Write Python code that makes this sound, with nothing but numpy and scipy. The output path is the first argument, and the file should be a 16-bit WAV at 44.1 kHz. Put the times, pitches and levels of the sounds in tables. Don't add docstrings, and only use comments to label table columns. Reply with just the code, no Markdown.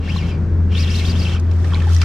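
import sys
import numpy as np
from scipy import signal
from scipy.fft import rfft, irfft, next_fast_len
from scipy.io import wavfile
from scipy.ndimage import uniform_filter1d, map_coordinates

SR = 44100
rng = np.random.default_rng(int(sys.argv[2]) if len(sys.argv) > 2 else 0)


def file_out(sig):
    cols = np.atleast_2d(sig).T
    lim = np.clip(cols, -1, 1)
    pcm = np.round(lim * 32767).astype(np.int16)
    wavfile.write(sys.argv[1], SR, pcm)


N = 90096
T = np.arange(N) / SR


def amp(db):
    return 10 ** (np.asarray(db) / 20)


def unit(x):
    return x / np.sqrt(np.mean(x ** 2) + 1e-20)


def along(points, hz):
    f, v = np.transpose(points)
    return np.interp(np.log(hz + 1), np.log(f + 1), v)


def curves(rows):
    s, *cols = np.transpose(rows)
    return [np.interp(T, s, c) for c in cols]


def wobble(rate):
    knots = rng.standard_normal(int(N * rate / SR) + 4)
    return map_coordinates(knots, [T * rate])


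def filtered(x, response):
    m = next_fast_len(N + SR // 2)
    spectrum = rfft(x, m) * response(np.fft.rfftfreq(m, 1 / SR))
    return irfft(spectrum, m)[..., :N]


def spread(pair, side_db, left_db):
    mid, side = pair[0], amp(side_db) * pair[1]
    return np.array([mid + side, mid - side]) * amp([[left_db / 2], [-left_db / 2]])


def noise(colour):
    white = rng.standard_normal((2, N))
    return unit(filtered(white, lambda hz: amp(along(colour, hz))))


def add(track, s, sound):
    part = track[..., max(0, round(s * SR)):][..., :sound.shape[-1]]
    part += sound[..., :part.shape[-1]]


# t/s, f/Hz, relative level/dB
FIRST_RUN = [(.03, 1300, -8), (.07, 1500, -8), (.079, 1720, 6), (.105, 2700, 5), (.122, 3250, -4),
             (.14, 2850, -3), (.168, 4150, 0), (.192, 2800, 4), (.228, 2200, 2), (.262, 2000, -16),
             (.297, 3150, -2), (.312, 2450, 2), (.36, 2350, -3)]
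SECOND_RUN = [(.725, 1350, -12), (.755, 1480, 1), (.778, 1900, -4), (.804, 2650, 0), (.82, 2650, -4),
              (.838, 2000, -4), (.862, 1400, -4), (.888, 1900, -2), (.915, 2800, 2), (.935, 2850, 1),
              (.962, 4700, 3), (.977, 3550, -1), (.992, 4300, 2), (1.012, 2200, 2), (1.028, 2200, -14),
              (1.044, 2650, 2), (1.067, 4850, 0), (1.085, 3750, -2), (1.101, 4950, 4), (1.117, 4400, 2),
              (1.133, 2500, -5), (1.165, 3500, -2), (1.183, 3750, -7), (1.197, 5050, 3), (1.218, 4150, -4),
              (1.238, 5100, 0), (1.255, 2800, 7), (1.265, 2620, 4), (1.298, 3550, 0), (1.317, 2750, 0),
              (1.338, 3350, 2), (1.35, 2850, 1), (1.372, 2450, -6)]
# t/s, relative level/dB
PULL = [(0, -49), (.05, -35.5), (.1, -35.5), (.17, -35.5), (.3, -36.5), (.36, -47), (.45, -71.5),
        (.67, -64), (.72, -34.5), (.78, -30), (.87, -31.5), (.96, -31.5), (1.025, -31), (1.07, -32),
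        (1.14, -34.5), (1.24, -33), (1.35, -34), (1.385, -48), (1.43, -77)]


def line():
    hz, strength_db = curves(FIRST_RUN + SECOND_RUN)
    pull = amp(curves(PULL)[0])
    return pull * (rasp(hz, pull) + squeal(hz, strength_db))


# f/Hz, relative level/dB
RASP = [(400, -20.5), (1200, -4.5), (1800, -3), (2700, 1), (3800, -4), (5600, -2), (7000, -11.5),
        (9000, -18), (13000, -24), (15500, -35)]
RASP_DB, RASP_FLUTTER_DB = -3, 0.89
MID_SPEED_HZ, TREBLE_FROM_HZ = 3200, 4200
SPEED_POWER, PULL_POWER = 0.96, 0.96


def rasp(hz, pull):
    friction = unit(filtered(noise(RASP), reel))
    treble = filtered(friction, lambda f: f ** 4 / (f ** 4 + TREBLE_FROM_HZ ** 4))
    bright = (hz / MID_SPEED_HZ) ** SPEED_POWER * (pull / pull.max()) ** PULL_POWER
    body = spread(friction - treble, side_db=-15.5, left_db=0.5)
    edge = spread(treble, side_db=-1.0, left_db=-2.0) * 1.3 * bright
    return amp(RASP_DB + RASP_FLUTTER_DB * wobble(250)) * (body + edge)


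# f/Hz, boost/dB of each alone
REEL = [(1800, 5), (2270, 7.5), (2800, 8.5), (3220, 8.5), (4000, 7.5), (5680, 0.5), (6850, 3)]
REEL_WIDTH_HZ = 70


def reel(hz):
    return amp(sum(db / (1 + ((hz - f) / REEL_WIDTH_HZ) ** 2) for f, db in REEL))


# f/Hz, relative level/dB
ROD = [(1400, -11), (1900, -1), (2700, 0), (4800, 2), (5600, -1), (6300, -12), (10000, -30)]
# t/s, level/dB
OCTAVE = [(.3, -10), (.76, 4), (.81, 1), (.84, 2), (.89, -2), (.93, -2), (.96, -13)]
SING_DB, SING_FLUTTER_DB, SING_WIDTH_HZ = -4.5, 4, 125


def squeal(hz, strength_db):
    sing = np.zeros(N)
    phase = 2 * np.pi * np.cumsum(hz + SING_WIDTH_HZ * wobble(900)) / SR
    for k, db in [(1, 0), (2, curves(OCTAVE)[0])]:
        level = db + along(ROD, k * hz) + SING_FLUTTER_DB * wobble(240)
        sing += amp(level) * np.sin(k * phase)
    sing = amp(SING_DB + strength_db) * unit(sing)
    return spread([sing, np.roll(sing, 3)], side_db=-12.5, left_db=3.5)


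# t/s, relative level/dB
SPLASH = [(1.1, -70), (1.3, -38.5), (1.37, -39), (1.41, -53), (1.635, -53), (1.65, -44), (1.7, -42),
          (1.735, -36), (1.78, -39.5), (1.87, -41), (1.92, -36), (1.985, -42), (2.02, -33)]
# f/Hz, relative level/dB
SPRAY = [(300, -21), (700, -0.5), (1300, -5.5), (2500, -4.5), (5500, -9.5), (7500, -17.5), (15500, -46)]
SPRAY_DB, DROPLETS_DB, DROPLETS_PER_S = -6, -4, 520


def splash():
    drops = np.zeros((2, N))
    for when, pitch, size, side in rng.random((int(DROPLETS_PER_S * N / SR), 4)):
        hz = 1100 * 4 ** pitch
        gain = amp(-4 * np.log(size + 0.018))
        mid_side = np.array([[1], [2 * side - 1]])
        add(drops, when * N / SR, gain * mid_side * bubble(hz, 24 / hz))
    spray = amp(SPRAY_DB + 0.48 * wobble(190)) * noise(SPRAY)
    churn = spray + amp(DROPLETS_DB) * unit(drops)
    return spread(churn, side_db=-13, left_db=-1.0) * amp(curves(SPLASH)[0])


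def bubble(hz, t60, rise=0.2, onset_cycles=5.1):
    t = np.arange(int(t60 * SR) + 1) / SR
    ring = np.sin(2 * np.pi * hz * t * (1 + rise * t / t60 / 2))
    return ring * amp(-60 * t / t60) * (1 - np.exp(-t * hz / onset_cycles))


# t/s, starting f/Hz, relative level/dB, t60/s
BUBBLES = [(0.1606, 1030, -19.5, 0.015), (1.644, 1740, -24.5, 0.016), (1.719, 1672, -24.5, 0.015),
           (1.723, 1130, -22.5, .018), (1.736, 948, -22.5, 0.024), (1.7454, 3920, -13.5, 0.0064),
           (1.754, 2237, -21, .015), (1.803, 2460, -28.5, 0.011), (1.819, 1715, -23, 0.019),
           (1.87, 804, -24.5, 0.037), (1.899, 1344, -25.5, 0.023), (1.919, 1250, -25, 0.018),
           (1.965, 5440, -14.5, 0.0047), (1.964, 1870, -24.5, .022), (1.987, 6240, -29, 0.006),
           (2.0195, 2156, -14, .009), (2.033, 5690, -25.5, 0.0079)]
BUBBLE_CLICK_DB = -23


def bubbles():
    near = np.zeros(N)
    for s, hz, db, t60 in BUBBLES:
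        ring = bubble(hz, t60, onset_cycles=0.68)
        click = rng.standard_normal(len(ring)) * np.exp(-np.arange(len(ring)) / SR / 0.0015)
        click = uniform_filter1d(uniform_filter1d(click, size=4), size=3)
        add(near, s, amp(db + 1.5) * (ring + amp(BUBBLE_CLICK_DB) * click))
    return spread([near, np.roll(near, 5)], side_db=-27, left_db=-0.5)


# t/s, relative level/dB
MIST = [(1.4, -71), (1.66, -51.5), (1.86, -53), (1.94, -40.5), (1.995, -47.5), (2.035, -47)]
# f/Hz, relative level/dB
FIZZ = [(1000, -30), (3500, 0), (5800, 0), (7500, -7), (12000, -16), (15500, -29)]
MIST_DB = -0.5


def mist():
    level = MIST_DB + curves(MIST)[0] + 2.9 * wobble(500)
    return spread(noise(FIZZ), side_db=1.5, left_db=-2.0) * amp(level)


def bursts(rows, colour, attack_s):
    envelope = np.zeros(N)
    for s, db, t60 in rows:
        age = np.maximum(T - s, 0)
        envelope += amp(db - 60 * age / t60) * (1 - np.exp(-age / attack_s))
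    return envelope * noise(colour)


# t/s, relative level/dB, t60/s
SLAPS = [(1.512, -33, .03), (1.644, -29, .02), (1.821, -30, .018), (2.0145, -15, .031)]
# f/Hz, relative level/dB
SLAP = [(400, -16), (1100, -1), (2300, 4), (3200, -2), (4500, 2), (6000, -1), (8000, -16), (15000, -29)]


def slaps():
    return spread(bursts(SLAPS, SLAP, attack_s=0.0014), side_db=-5.0, left_db=0.0)


# t/s, relative level/dB, t60/s
TICKS = [(1.397, -37.5, 0.016), (1.946, -31, 0.023)]
# f/Hz, relative level/dB
TICK = [(1000, -25.5), (4000, 2.5), (6300, 10), (8500, 0.5), (15000, -18)]


def ticks():
    return spread(bursts(TICKS, TICK, attack_s=0.00055), side_db=6, left_db=-4.5)


# f/Hz, t60/s
BANK = [(200, 0.044), (2000, 0.074), (10000, 0.016)]


def echo(x):
    hz, t, z = signal.stft(rng.standard_normal((2, SR // 4)), SR, nperseg=256)
    decay = amp(-60 * t / along(BANK, hz)[:, None])
    tail = signal.istft(z * decay, SR, nperseg=256)[1]
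    return signal.fftconvolve(x, tail / np.linalg.norm(tail[0]), axes=1)[:, :N]


# t/s, f/Hz, relative level/dB
ENGINE = [(0.0, 80.5, -17), (0.06, 81.2, -27), (0.08, 84.8, -18.5), (0.23, 83.8, -22.5), (0.26, 83, -17.5),
          (0.31, 84.8, -22), (0.45, 82.9, -19), (0.48, 84.76, -22.5), (0.52, 84.62, -14.5),
          (0.86, 83.3, -14.5), (0.9, 84.8, -17.5), (1.39, 83.62, -17), (1.5, 84.9, -14),
          (1.77, 84.37, -15.5), (1.96, 84.08, -10.5), (2.04, 83, -13.5)]
# multiple of f, level/dB relative to the mean hum, before wobble
OVERTONES = [(2, -24.5), (3, -28), (4.2, -30)]


def engine():
    hz, db = curves(ENGINE)
    db = db + 3.0
    phase = 2 * np.pi * np.cumsum(hz) / SR
    hum = amp(db) * np.sin(phase)
    for k, level in OVERTONES:
        gain = amp(db.mean() + level + 4.0 * wobble(9.39))
        hum = hum + gain * np.sin(k * phase + 1.0 * wobble(12))
    return spread([hum, 0 * hum], side_db=0, left_db=1.5)


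# t/s, relative level/dB
RUMBLE = [(0, -29), (.3, -25), (.8, -26), (1.15, -25), (1.4, -28), (1.6, -28), (1.8, -26), (1.97, -32),
          (2.04, -28)]
# f/Hz, relative level/dB
HULL = [(20, -40), (27, -28.5), (35, 2.5), (55, -2.5), (100, -3), (135, -1.5), (190, -1.5), (260, -13.5),
        (380, -15), (520, -23.5), (800, -39.5), (1600, -35.5), (4000, -94.5)]


def hull():
    return spread(noise(HULL), side_db=-22.0, left_db=3.0) * amp(curves(RUMBLE)[0] + 2.5)


# t/s, relative level/dB
LAPPING = [(0, -43), (.3, -41), (.6, -42), (.95, -43), (1.1, -37.5), (1.3, -39), (1.42, -42), (1.62, -39),
           (1.8, -38), (1.98, -45)]
# f/Hz, relative level/dB
AIR = [(100, -5.5), (500, 5), (1100, -0.5), (2000, -7), (3000, -17), (6000, -22), (9000, -33),
       (15000, -67.5)]


def air():
    level = curves(LAPPING)[0] + 0.89 * wobble(5.51)
    return amp(level) * spread(noise(AIR), side_db=-7.0, left_db=2.5)


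def scene():
    near = line() + splash() + bubbles() + mist() + slaps() + ticks()
    return near + amp(-7) * echo(near) + engine() + hull() + air()


TOP_HZ = 15600


def record(dry):
    return filtered(dry, lambda hz: hz < TOP_HZ)


dry = scene()
out = record(dry)
file_out(out)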